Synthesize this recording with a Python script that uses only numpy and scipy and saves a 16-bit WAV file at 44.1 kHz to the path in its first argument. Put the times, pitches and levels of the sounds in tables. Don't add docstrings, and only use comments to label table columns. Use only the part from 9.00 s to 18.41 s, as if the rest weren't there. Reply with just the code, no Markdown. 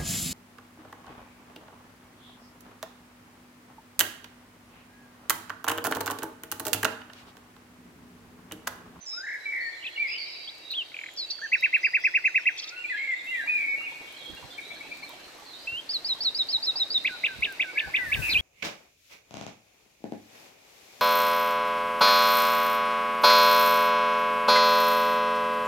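import sys
import numpy as np
from scipy import signal
from scipy.fft import rfft, irfft, next_fast_len
from scipy.io import wavfile
from scipy.ndimage import uniform_filter1d

SR = 44100
rng = np.random.default_rng(int(sys.argv[2]) if len(sys.argv) > 2 else 0)


def store_wav(level_fs):
    pcm = np.round(np.clip(np.atleast_2d(level_fs), -1, 1) * 32767)
    wavfile.write(sys.argv[1], SR, pcm.T.astype(np.int16))


N = 414981


def from_db(db):
    return 10 ** (np.asarray(db) / 20)


def rms_one(x):
    return x / np.sqrt(np.mean(x ** 2) + 1e-20)


def in_time(rows):
    s, *columns = np.transpose(rows)
    return [np.interp(np.arange(N) / SR, s, c) for c in columns]


def at_hz(points, hz):
    point_hz, value = np.array(points).T
    return np.interp(np.log(hz + 1e-9), np.log(point_hz), value)


def add(out, s, sound):
    i = int(np.clip(round(s * SR), 0, N - 1))
    out[i:i + len(sound)] += sound[:N - i]


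def drift(rate_hz):
    knots = rng.standard_normal(8192)
    return np.interp(np.arange(N) / SR * rate_hz, np.arange(len(knots)), knots)


# f/Hz, correlation (1 = identical)
LIKENESS = [(60, 0.28), (250, 0.68), (600, 0.56), (1200, 0.13), (3000, 0.33), (12000, 0.06)]


def noise(spectrum):
    size = next_fast_len(N)
    hz = np.arange(size // 2 + 1) * SR / size
    mid, side = rfft(rng.standard_normal((2, size)))
    alike = np.clip(at_hz(LIKENESS, hz), -1, 1)
    pair = np.sqrt(1 + alike) * mid + np.sqrt(1 - alike) * side * [[1], [-1]]
    return rms_one(irfft(pair * from_db(at_hz(spectrum, hz)), size)[:, :N])


def syrinx(hz, gain, octave_db=-46):
    phase = 2 * np.pi * np.cumsum(hz) / SR
    return gain * (np.sin(phase) + from_db(octave_db) * np.sin(2 * phase))


def glide(s, length_s, first_hz, last_hz, db, depth_hz=0, rate_hz=0):
    return s, length_s, first_hz, (first_hz + last_hz) / 2, last_hz, db, depth_hz, rate_hz


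def blip(s, hz, db, length_s, slide):
    return glide(s, length_s, hz * (1 - slide / 2), hz * (1 + slide / 2), db)


def slurs(rows):
    return [(*row, 0, 0) for row in rows]


def notes(rows, rise_s, fall_s, waver, hoarse, flutter_db):
    out, flutter = np.zeros(N), drift(70)
    wander = 1 + waver * drift(80) + hoarse * drift(600)
    for s, length_s, first_hz, middle_hz, last_hz, db, depth_hz, rate_hz in rows:
        t = np.arange(int(max(length_s, .004) * SR)) / SR
        u = t / t[-1]
        here = (int(s * SR) + np.arange(len(t))) % N
        turn = 2 * np.pi * rate_hz * t
        warble = np.sin(turn + 0.63 * np.sin(turn))
        bend = np.polyfit([0, .5, 1], [first_hz, middle_hz, last_hz], 2)
        hz = np.polyval(bend, u) + depth_hz * warble
        rise = t / min(rise_s, t[-1] / 2)
        fall = (t[-1] - t) / min(fall_s, t[-1] / 2)
        swell = np.sin(np.pi / 2 * np.clip(np.minimum(rise, fall), 0, 1)) ** 2
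        gain = swell * from_db(db + flutter_db * flutter[here])
        add(out, s, syrinx(hz * wander[here], gain))
    return out


def trill(shape, syllables, variety=0.011):
    out, (when, pitch, level) = np.zeros(N), np.transpose(shape)
    t = np.arange(when[0], when[-1], 1 / SR)
    for s, db, ratio in syllables:
        varied = pitch * ratio * (1 + variety * rng.standard_normal(len(pitch)))
        hz = uniform_filter1d(np.interp(t, when, varied), size=100)
        gain = from_db(db + np.interp(t, when, level)) * signal.windows.tukey(len(t), .06)
        add(out, s + when[0], syrinx(hz, gain))
    return out


def forest(x, lead_ms, pan_db, early_db, early_t60, tail_db, tail_t60):
    t = np.arange(2 * SR) / SR
    trunks = rng.standard_normal((2, len(t))) * (rng.random((2, len(t))) < 900 / SR)
    early = trunks * (t > .004) * from_db(-60 * t / early_t60)
    onset = 1 - np.exp(-t / .03)
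    tail = rng.standard_normal((2, len(t))) * onset * from_db(-60 * t / tail_t60)
    echoes = from_db(early_db) * rms_one(early) + from_db(tail_db) * rms_one(tail)
    echoes = echoes / np.sqrt(len(t))
    size = next_fast_len(N + len(t))
    hz, sides = np.arange(size // 2 + 1) * SR / size, np.array([[.5], [-.5]])
    direct = from_db(pan_db * sides) * np.exp(2j * np.pi * hz * sides * lead_ms / 1000)
    return irfft(rfft(x, size) * (direct + rfft(echoes, size)), size)[:, :N]


# t/s, level/dB
RUSTLE_LEVEL = [(0.0, -62), (0.63, -58.5), (4.01, -59.5), (5.48, -55), (6.79, -55.5), (8.86, -54),
                (9.41, -51)]
# f/Hz, relative level/dB
RUSTLE = [(18, -62), (30, -14.5), (147, -11), (219, -22), (318, -1.5), (402, -6), (612, -3.5), (1260, -8.5),
          (1490, -7.5), (2060, -6.5), (2260, -7.5), (3140, -12), (3970, -8), (5770, -15.5), (8000, -29.5),
          (10400, -50.5), (17600, -120)]
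HISS = [(3530, -37.5), (6000, -2), (8330, -2), (9290, -9), (11300, -5), (14500, -9.5), (15800, -18)]
MURMUR = [(30, -21), (90, -24), (150, 3.5), (215, 3), (280, 12), (350, -12), (700, -27), (2000, -52.5)]
STEP_S, STEP_RISE_S = 4.2, .06


def leaves(rustle_db=5.5, hiss_db=-65.0, hiss_step_db=5, hiss_fade_db=14, hiss_onset_s=0.37,
           murmur_db=-75, murmur_step_db=10.5, grain_db=1.5, swell_db=3):
    t, (rustle,) = np.arange(N) / SR, in_time(RUSTLE_LEVEL)
    stepped = np.clip((t - STEP_S) / STEP_RISE_S, 0, 1)
    fade = hiss_fade_db * np.clip(1 - t / hiss_onset_s, 0, 1)
    grain = grain_db * (drift(400) + .5 * drift(62))
    hiss = hiss_db + hiss_step_db * stepped - fade + grain
    murmur = murmur_db + murmur_step_db * stepped + swell_db * drift(4.8)
    air = from_db(hiss) * noise(HISS) + from_db(murmur) * noise(MURMUR)
    return from_db(rustle + rustle_db) * noise(RUSTLE) + air


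# t/s, fade/s, left level/dB, right level/dB
PUFFS = [(5.305, 0.012, -60, -41), (5.335, 0.023, -59, -43), (5.44, 0.032, -62, -46),
         (6.725, 0.04, -63, -52), (7.554, 0.023, -65, -51), (8.39, 0.1, -70, -47),
         (8.866, 0.036, -40.5, -62), (9.071, 0.13, -45.5, -71), (9.181, 0.054, -30, -62),
         (9.28, 0.059, -57, -69), (9.376, 0.096, -35, -73)]
# f/Hz, relative level/dB
PUFF = [(20, -41), (50, 5), (85, 2.5), (150, -3.5), (300, -17.5), (700, -23), (2000, -43)]
# t/s, level/dB
GUST = [(0, -115), (8.7, -70), (9.0, -61.5), (9.15, -50.5), (9.27, -45), (9.41, -52)]
# f/Hz, relative level/dB
GUST_COLOUR = [(300, -5), (1500, 2.5), (5000, 0.5), (9000, -1), (12000, 2), (15500, -2.5)]


def breeze(gust_pan_db=8, lumpy_db=1.5):
    t, push = np.arange(N) / SR, 0
    for s, fade_s, left_db, right_db in PUFFS:
        width_s = np.where(t < s, fade_s / 2, fade_s)
        push = push + from_db([[left_db], [right_db]]) * np.exp(-((t - s) / width_s) ** 2)
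    gust_db, = in_time(GUST)
    hiss = from_db(gust_db) * from_db([[gust_pan_db], [-gust_pan_db]]) * noise(GUST_COLOUR)
    return push * from_db(lumpy_db * drift(55)) * noise(PUFF) + hiss


def crackle(level_db=-2, per_s=170, spread_db=5, cycles=8.4, low_hz=260, high_hz=2400,
            full_db=-48.0, count=14):
    rustle, = in_time(RUSTLE_LEVEL)
    density = from_db(np.minimum(rustle - full_db, 0))
    t, out = np.arange(SR // 25) / SR, np.zeros((2, N))
    for hz in np.geomspace(low_hz, high_hz, count):
        ring = np.sin(2 * np.pi * hz * t) * from_db(-60 * t * hz / cycles)
        for when, chance, size, side in rng.random((256, 4)):
            if chance < per_s * N / SR / count / 256 * density[int(when * N)]:
                drop = ring * from_db(spread_db * min(-np.log(1 - size), 3.5))
                add(out[0], when * N / SR, drop * np.sqrt(side))
                add(out[1], when * N / SR, drop * np.sqrt(1 - side))
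    return from_db(rustle + level_db) * density * rms_one(out)


def fine_grains(level_db=-71, per_s=220, spread_db=4.0, cycles=30, low_hz=3800, high_hz=12500,
                calm_db=-7, left_db=5.0, count=24):
    out, t = np.zeros((2, N)), np.arange(SR // 50) / SR
    pitches = np.geomspace(low_hz, high_hz, count)
    for when, chance, height, size, side in rng.random((4096, 5)):
        if chance < per_s * N / SR / 4096:
            s, hz = when * N / SR, pitches[int(height * count)]
            db = spread_db * min(-np.log(1 - size), 3) + calm_db * (s < STEP_S)
            grain = np.sin(2 * np.pi * hz * t) * from_db(db - 60 * t * hz / cycles)
            add(out[0], s, grain * np.sqrt(side))
            add(out[1], s, grain * np.sqrt(1 - side))
    return from_db([[level_db + left_db], [level_db - left_db]]) * rms_one(out)


# t/s,
# level/dB, f/Hz
DRIPS = [(4.436, -45, 687), (4.737, -46.5, 557), (4.808, -42.5, 1263), (5.215, -46, 576), (5.297, -39, 313),
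         (5.426, -42.5, 936), (5.716, -47, 750), (5.887, -47, 324), (6.098, -42.5, 984),
         (6.133, -43.5, 730), (7.194, -47, 708), (7.577, -42.5, 870), (7.686, -45, 1320),
         (7.752, -40.5, 740), (8.385, -41.5, 154), (8.443, -41.5, 377), (8.873, -39, 790)]
# t/s, level/dB
TICKS = [(0.565, -40), (1.3634, -47), (1.584, -42), (1.716, -31), (2.137, -39), (2.6101, -34),
         (2.7815, -39), (3.0016, -41), (5.125, -33), (5.35, -36), (5.972, -35.5), (6.093, -30.5),
         (6.9473, -36), (7.471, -38), (8.0394, -35), (8.408, -34), (8.525, -29.5)]


def drips(drop_t60=0.1, splat=0.19, tick_db=-9.0, tick_t60=0.0098, patter_db=-54.0, count=90):
    out, t = np.zeros(N), np.arange(SR // 8) / SR
    start_s = DRIPS[0][0]
    drops = list(DRIPS)
    for when, loud, height in rng.random((count, 3)):
        s = start_s + when * (N / SR - start_s)
        drops.append((s, patter_db + 9 * loud, 450 * 3.8 ** height))
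    for s, db, hz in drops:
        ragged = splat / 2 * np.cumsum(rng.standard_normal(len(t)))
        gain = from_db(db - 60 * t / drop_t60) * (1 - np.exp(-t / 0.00061))
        add(out, s, gain * np.sin(2 * np.pi * hz * t + ragged))
    out = signal.sosfilt(signal.butter(2, 2000, fs=SR, output="sos"), out)
    for s, db in TICKS:
        add(out, s, from_db(db + tick_db - 60 * t / tick_t60) * rng.standard_normal(len(t)))
    return forest(out, lead_ms=0, pan_db=-8.5, early_db=-6.5, early_t60=0.27, tail_db=-23, tail_t60=.7)


def chorus(level_db=-73, low_hz=2600, high_hz=4600, bend=.13, warble_hz=110, first_s=0.54, count=240):
    rows = []
    for when, span, height, loud, scoop, slide, speed in rng.random((count, 7)):
        s, length_s = first_s + when * (N / SR - first_s), 0.049 + 0.13 * span
        hz = low_hz + (high_hz - low_hz) * height
        first_hz = hz * (1 + bend * (2 * scoop - 1))
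        last_hz = hz * (1 + bend * (2 * slide - 1))
        db, rate_hz = level_db - 6 * loud, 20 + 40 * speed
        rows.append((s, length_s, first_hz, hz, last_hz, db, warble_hz, rate_hz))
    song = notes(rows, rise_s=0.022, fall_s=0.021, waver=0.0118, hoarse=0.011, flutter_db=3.0)
    return forest(song, lead_ms=0, pan_db=9.0, early_db=19.5, early_t60=0.14, tail_db=7.5, tail_t60=1.0)


# start t/s, f/Hz, level/dB
FAR_PEEPS = [(0, 6160, -49), (0.104, 3840, -47), (2.401, 6180, -53.5), (2.554, 5350, -51.5),
             (2.566, 3870, -43.5), (2.795, 5920, -56), (2.819, 4880, -42.5), (3.001, 5730, -52),
             (3.010, 5040, -47), (3.249, 6400, -57), (3.368, 5460, -53)]
# start t/s, length/s, first f/Hz, last f/Hz, level/dB
FAR_WARBLES = [(0.05, 0.047, 7300, 6600, -50), (0.7, 0.099, 4350, 4010, -51.5),
               (0.599, 0.37, 7200, 7330, -69), (0.788, 0.19, 2860, 3580, -53),
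               (0.856, 0.16, 3840, 4590, -52), (1.036, 0.22, 4200, 3270, -62),
               (1.066, 0.095, 4900, 5050, -40), (1.172, 0.074, 4630, 4560, -37),
               (1.219, 0.23, 3980, 3890, -49.5), (1.262, 0.08, 5320, 5250, -49.5),
               (1.284, 0.2, 4880, 4620, -47.5), (1.616, 0.13, 3820, 3660, -46),
               (1.957, 0.23, 7090, 7060, -61), (2.263, 0.15, 4520, 4560, -44),
               (3.761, 0.62, 7530, 7130, -66.5), (4.282, 0.17, 3865, 3860, -54),
               (5.646, 0.035, 3840, 3920, -39.5), (5.699, 0.065, 3600, 3120, -49.5),
               (5.82, 0.08, 2550, 2610, -51), (6.44, 0.14, 4580, 3800, -52), (7.977, 0.18, 4130, 3930, -47)]


def far_birds(level_db=-4, peep_s=0.0595, peep_droop=0.043, warble_depth_hz=115):
    calls = [blip(s, hz, db, peep_s, -peep_droop) for s, hz, db in FAR_PEEPS]
    for row in FAR_WARBLES:
        calls.append(glide(*row, warble_depth_hz, rate_hz=46 * rng.uniform(.8, 1.6)))
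    song = notes(calls, rise_s=0.012, fall_s=0.016, waver=0.008, hoarse=0.009, flutter_db=2.5)
    return from_db(level_db) * forest(song, lead_ms=0.012, pan_db=-7.0, early_db=6.0, early_t60=0.13,
                                      tail_db=4.5, tail_t60=1.3)


# start t/s, length/s, first f/Hz, middle f/Hz, last f/Hz, level/dB
FAR_SLURS = [ (.105, 0.067, 2280, 2430, 2750, -58), (0.398, 0.062, 3990, 3960, 3890, -49),
             (.603, 0.097, 4340, 4380, 4370, -44.5), (3.500, 0.075, 6010, 5960, 5730, -56),
             (3.870, 0.1, 3320, 3560, 3570, -55), (3.925, 0.09, 3500, 3190, 3190, -51),
             (3.895, 0.13, 3970, 4070, 4010, -52.5), (4.100, 0.12, 3320, 3670, 3770, -52),
             (4.185, 0.023, 3850, 3610, 3350, -44), (4.225, 0.087, 3700, 3720, 3800, -53),
             (5.135, 0.096, 3100, 3254, 3360, -47), (5.162, 0.074, 4270, 3860, 3610, -48.5),
             (5.232, 0.045, 4100, 4150, 4040, -52), (5.235, 0.074, 3300, 3290, 3280, -43.5),
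             (5.365, 0.023, 2790, 2790, 2780, -42.5), (5.375, 0.025, 3580, 3620, 3540, -54),
             (5.500, 0.042, 3560, 3520, 3630, -45), (5.505, 0.06, 4020, 4100, 4180, -53),
             (5.522, 0.049, 3300, 3200, 3210, -50), (5.612, 0.035, 3870, 3760, 3670, -46),
             (5.750, 0.028, 4270, 4270, 4300, -49), (6.025, 0.028, 4270, 4220, 4070, -43),
             (6.070, 0.049, 3820, 3740, 3820, -50), (6.458, 0.08, 4230, 4110, 4090, -49.5),
             (6.530, 0.027, 3800, 3700, 3680, -42), (6.585, 0.07, 4580, 4810, 5030, -51)]


def far_whistler(level_db=-2.0):
    song = notes(slurs(FAR_SLURS), rise_s=0.006, fall_s=0.0045, waver=0.0037, hoarse=0.01,
                 flutter_db=-0.5)
    return from_db(level_db) * forest(song, lead_ms=0.012, pan_db=-7.0, early_db=-1, early_t60=0.16,
                                      tail_db=-2.5, tail_t60=0.82)


# start t/s, level/dB
PIPS = [(5.574, -40.5), (5.699, -39), (5.794, -40), (5.906, -39.5), (6.020, -41)]


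def pipping_bird(level_db=4.5, pip_s=0.036, pip_hz=2300, pip_rise=0.053):
    pips = [blip(s, pip_hz, db, pip_s, pip_rise) for s, db in PIPS]
    song = notes(pips, rise_s=0.014, fall_s=0.018, waver=0.0075, hoarse=0.032, flutter_db=2.5)
    return from_db(level_db) * forest(song, lead_ms=-0.078, pan_db=4.0, early_db=-3.0, early_t60=0.27,
                                      tail_db=-7, tail_t60=1.0)


# start t/s, length/s, first f/Hz, middle f/Hz, last f/Hz, level/dB
THRUSH_WHISTLES = [ (.125, 0.062, 1160, 1360, 1420, -54.5), (.170, 0.083, 1392, 1530, 1610, -43.5),
                   (.229, 0.04, 1530, 1793, 1350, -40.5), (.451, 0.082, 2334, 2259, 2305, -30),
                   (.612, 0.09, 1992, 1855, 1830, -38.5), (.970, 0.058, 2145, 2333, 2375, -32),
                   (.995, 0.078, 2355, 2294, 2045, -31.5), (3.620, 0.11, 1206, 1290, 1370, -63),
                   (3.715, 0.1, 1387, 1475, 1437, -49.5), (3.755, 0.085, 2614, 2770, 2700, -42),
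                   (3.892, .036, 1860, 2050, 1770, -32.5), (3.916, 0.061, 2000, 1644, 2050, -36.5),
                   (4.070, 0.077, 2107, 2093, 1905, -29.5), (4.265, 0.061, 2590, 2745, 2740, -38),
                   (4.304, 0.12, 2090, 1938, 1667, -33.5), (4.398, 0.063, 1710, 1586, 1670, -42),
                   (4.468, 0.0448, 2242, 2478, 2550, -29), (4.492, 0.085, 2510, 2447, 2374, -28.5),
                   (4.664, 0.1, 2233, 2246, 2210, -30), (4.775, 0.089, 2760, 2760, 2815, -41),
                   (8.674, 0.11, 2160, 2273, 2160, -42), (8.754, 0.1, 1600, 1784, 1640, -40.5),
                   (8.812, 0.05, 1700, 1573, 1700, -43.5), (8.935, 0.115, 1993, 2017, 1900, -34.5),
                   (9.036, 0.1, 1918, 1772, 1670, -39)]
# start t/s, length/s, first f/Hz, last f/Hz, level/dB, depth/Hz, rate/Hz
THRUSH_WARBLES = [ (0.261, 0.11, 1880, 1976, -36.5, 288, 39), (0.516, 0.12, 2164, 1930, -34.5, 171, 76),
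                  (1.065, 0.11, 2169, 2900, -38, 280, 53), (3.969, .1, 2100, 2250, -33, 81, 49),
                  (4.571, 0.097, 2358, 2219, -31.5, 60, 39.3), (9.215, 0.064, 2630, 2550, -31, 149, 137),
                  (9.274, 0.043, 2526, 2352, -28.5, 190, 115)]
# start t/s, f/Hz, level/dB
GRACE_NOTES = [(0.954, 2834, -37.5), (1.352, 2560, -48), (3.835, 2380, -31.5), (3.881, 2504, -34.5),
               (4.341, 2360, -34.5), (4.859, 2458, -34.5)]


def thrush(level_db=4.5, grace_s=0.026, grace_droop=0.11):
    graces = [blip(s, hz, db, grace_s, -grace_droop) for s, hz, db in GRACE_NOTES]
    calls = slurs(THRUSH_WHISTLES) + [glide(*row) for row in THRUSH_WARBLES] + graces
    song = notes(calls, rise_s=0.012, fall_s=0.012, waver=0.004, hoarse=0.005, flutter_db=1.0)
    return from_db(level_db) * forest(song, lead_ms=-0.076, pan_db=-0.2, early_db=-3.5, early_t60=0.12,
                                      tail_db=-6, tail_t60=1.4)


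# t from start/s, f/Hz, relative level/dB
UPSLUR = [(0, 2200, -13), (.005, 2610, 0.5), (.010, 2720, 2.5), (.028, 2713, 0.5), (.042, 2756, -5),
          (.070, 2780, 0), (.092, 2880, -4), (.110, 3130, -1.5), (.130, 3233, -2), (.137, 3250, -22)]
# t/s, level/dB, pitch ratio
UPSLURS = [(6.669, -32.5, 0.99)]


def rising_whistle(level_db=3.5):
    song = trill(UPSLUR, UPSLURS, variety=.002)
    return from_db(level_db) * forest(song, lead_ms=0.067, pan_db=-2.0, early_db=-10.5, early_t60=0.18,
                                      tail_db=-20.5, tail_t60=1.2)


# t/s, level/dB, f/Hz, gap between snaps/s
RATTLE = [(1.920, -44.5, 2270, .0013), (1.945, -33, 2250, .0013), (1.968, -32, 2400, .0017),
          (1.991, -31.5, 2310, .0017), (2.015, -34, 2230, .0022), (2.039, -31, 2280, .0036),
          (2.064, -33.5, 2090, .0038), (2.0895, -37, 2170, .0041)]


def rattle(snap_s=0.0013, rasp=0.084, fall=0.042):
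    out, tremor = np.zeros(N), drift(1500)
    u = np.linspace(-3, 3, int(6 * snap_s * SR))
    for s, db, hz, gap_s in RATTLE:
        for when in (s - gap_s / 2, s + gap_s / 2):
            pitch = hz * (1 - fall * u + rasp * tremor[int(when * SR):][:len(u)])
            add(out, when - len(u) / SR / 2, syrinx(pitch, from_db(db) * np.exp(-u * u)))
    return out


# turn t/s, fall level/dB, peak f/Hz, upstroke bow (1 = straight),
# fall first f/Hz, fall last f/Hz, fall length/s
SEE_SAWS = [(6.929, -26.5, 5380, 0.97, 4850, 3850, .049), (7.083, -24.5, 5380, .95, 4420, 3720, 0.058),
            (7.243, -22, 5670, 1.4, 4620, 3680, 0.054), (7.384, -22, 5350, 0.93, 4280, 3644, .045),
            (7.524, -22, 5470, 1.06, 4480, 3720, 0.05), (7.664, -22.5, 5510, 0.97, 4370, 3686, 0.05),
            (7.795, -22, 5370, 0.76, 4220, 3660, .046), (7.940, -20.5, 5180, 1, 4110, 3585, 0.045)]


def see_saws(up_s=.04, up_hz=4400, up_db=-28, up_fade_db=4, flattens=1.5, loudest=0.56, swell_db=9):
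    out = np.zeros(N)
    for s, db, peak_hz, bow, first_hz, last_hz, length_s in SEE_SAWS:
        u = np.linspace(0, 1, int(up_s * SR))
        gain = from_db(up_db - up_fade_db * u) * signal.windows.tukey(len(u), .3)
        add(out, s - up_s, syrinx(up_hz + (peak_hz - up_hz) * u ** bow, gain))
        u = np.linspace(0, 1, int(length_s * SR))
        sag = (1 - np.exp(-flattens * u)) / (1 - np.exp(-flattens))
        swell = -swell_db * (u / loudest - 1) ** 2
        gain = from_db(db + swell) * signal.windows.tukey(len(u), .22)
        add(out, s, syrinx(first_hz + (last_hz - first_hz) * sag, gain, octave_db=-39))
    return out


# t from apex/s, f/Hz, relative level/dB
TSIP = [(-.018, 3170, -23), (-.010, 3410, -10.5), (-.003, 3570, -7), (-.001, 5930, -25), (0, 6910, -10.5),
        (.003, 4900, -2.5), (.006, 4130, -6), (.009, 3680, -23)]
# apex t/s, level/dB, pitch ratio
TSIPS = [(3.596, -27.5, 0.99), (3.64, -30.5, 0.94), (3.691, -31.5, 1.06)]


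def tsips(rasp_lead_s=0.024, rasp_s=0.029, rasp_hz=5030, rasp_db=-12.5):
    rasps = [glide(s - rasp_lead_s, rasp_s, rasp_hz, rasp_hz, db + rasp_db) for s, db, _ in TSIPS]
    return trill(TSIP, TSIPS) + notes(rasps, rise_s=0.004, fall_s=0.0073, waver=0.0043, hoarse=0.21,
                                      flutter_db=0.5)


# start t/s, length/s, first f/Hz, middle f/Hz, last f/Hz, level/dB
NEAR_CHIRPS = [ (.060, 0.16, 5360, 5230, 4940, -38.5), (.824, 0.025, 2600, 3070, 3800, -40),
               (.838, 0.035, 2120, 2640, 2360, -34), (.862, 0.029, 4290, 3030, 2590, -38),
               (1.472, 0.031, 3130, 3500, 4220, -37), (1.732, 0.036, 2310, 3300, 3440, -35.5),
               (1.750, 0.078, 3550, 3180, 2650, -29), (2.160, 0.097, 5820, 5050, 4830, -43.5),
               (2.171, 0.087, 4930, 4145, 3920, -34), (2.299, 0.014, 3300, 4730, 6840, -29),
               (2.306, 0.029, 3550, 4600, 4530, -33.5), (2.381, 0.019, 2190, 1510, 1420, -45),
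               (2.414, 0.055, 1505, 1804, 1510, -33), (9.319, 0.024, 4270, 3900, 2760, -22.5),
               (9.340, 0.042, 3240, 2400, 3230, -21.5), (9.378, 0.03, 2760, 3240, 3370, -29)]
# start t/s, length/s, first f/Hz, last f/Hz, level/dB, warble depth/Hz, warble rate/Hz
NEAR_BUZZES = [(1.702, 0.031, 4260, 3770, -32.5, 344, 170), (9.291, 0.031, 4560, 4260, -28, 650, 72)]


def chirps_and_buzzes():
    chirps = notes(slurs(NEAR_CHIRPS), rise_s=0.0063, fall_s=0.006, waver=0.0032, hoarse=0.012,
                   flutter_db=2.7)
    buzzes = notes([glide(*row) for row in NEAR_BUZZES], rise_s=0.0074, fall_s=0.0017, waver=0.0052,
                   hoarse=0.037, flutter_db=3.5)
    return chirps + buzzes


# t from apex/s, f/Hz, relative level/dB
ARCH = [(-.023, 2020, -18.5), (-.018, 1950, -8.5), (-.012, 2135, -4), (-.007, 2505, 0), (0, 2701, -1),
        (.008, 2428, -1.5), (.013, 2040, -4), (.018, 1714, -11.5), (.026, 1477, -27.5), (.036, 1464, -30.5)]
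WHIP = [(-.026, 2000, -22), (-.021, 2148, -6.5), (-.014, 2508, -3.5), (-.008, 2754, -4), (-.004, 2934, -27),
        (-.001, 3804, -8.5), (.002, 3400, -15), (.006, 2730, -4.5), (.010, 2340, -8.5), (.014, 1820, -19)]
COO = [(.019, 1820, -31), (.024, 1712, -21), (.034, 1583, -25), (.060, 1563, -23.5), (.087, 1510, -28.5),
       (.097, 1468, -34)]
# apex t/s, level/dB, pitch ratio
ARCHES = [(2.54, -17.5, 1.02), (2.646, -18, 1.018), (2.750, -17.5, 1.02), (2.854, -18.5, 1.003),
          (2.956, -18, 1), (3.059, -17.5, 1.003), (3.16, -18, 1.0), (3.263, -17.5, 1.014),
          (3.366, -17.5, 1.008), (3.477, -18, 1.008)]
WHIPS = [(8.071, -17, 0.95), (8.260, -16, 0.99), (8.447, -16.5, 1.017), (8.620, -16.5, 0.97),
         (8.796, -17, 0.99), (8.964, -16, 0.98), (9.142, -16.5, 0.99)]


def near_bird(level_db=3.0):
    whips = trill(WHIP, WHIPS) + trill(COO, WHIPS, variety=0.004)
    trills = trill(ARCH, ARCHES) + see_saws() + whips
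    song = trills + rattle() + tsips() + chirps_and_buzzes()
    return from_db(level_db) * forest(song, lead_ms=0.064, pan_db=-0.8, early_db=-8.5, early_t60=0.13,
                                      tail_db=-17.0, tail_t60=2.6)


def scene():
    background = leaves() + breeze() + crackle() + fine_grains() + drips()
    far = chorus() + far_birds() + far_whistler()
    return background + far + pipping_bird() + thrush() + rising_whistle() + near_bird()


def record(dry):
    return signal.sosfilt(signal.ellip(12, .1, 80, 15850, fs=SR, output="sos"), dry)


dry = scene()
out = record(dry)
store_wav(out)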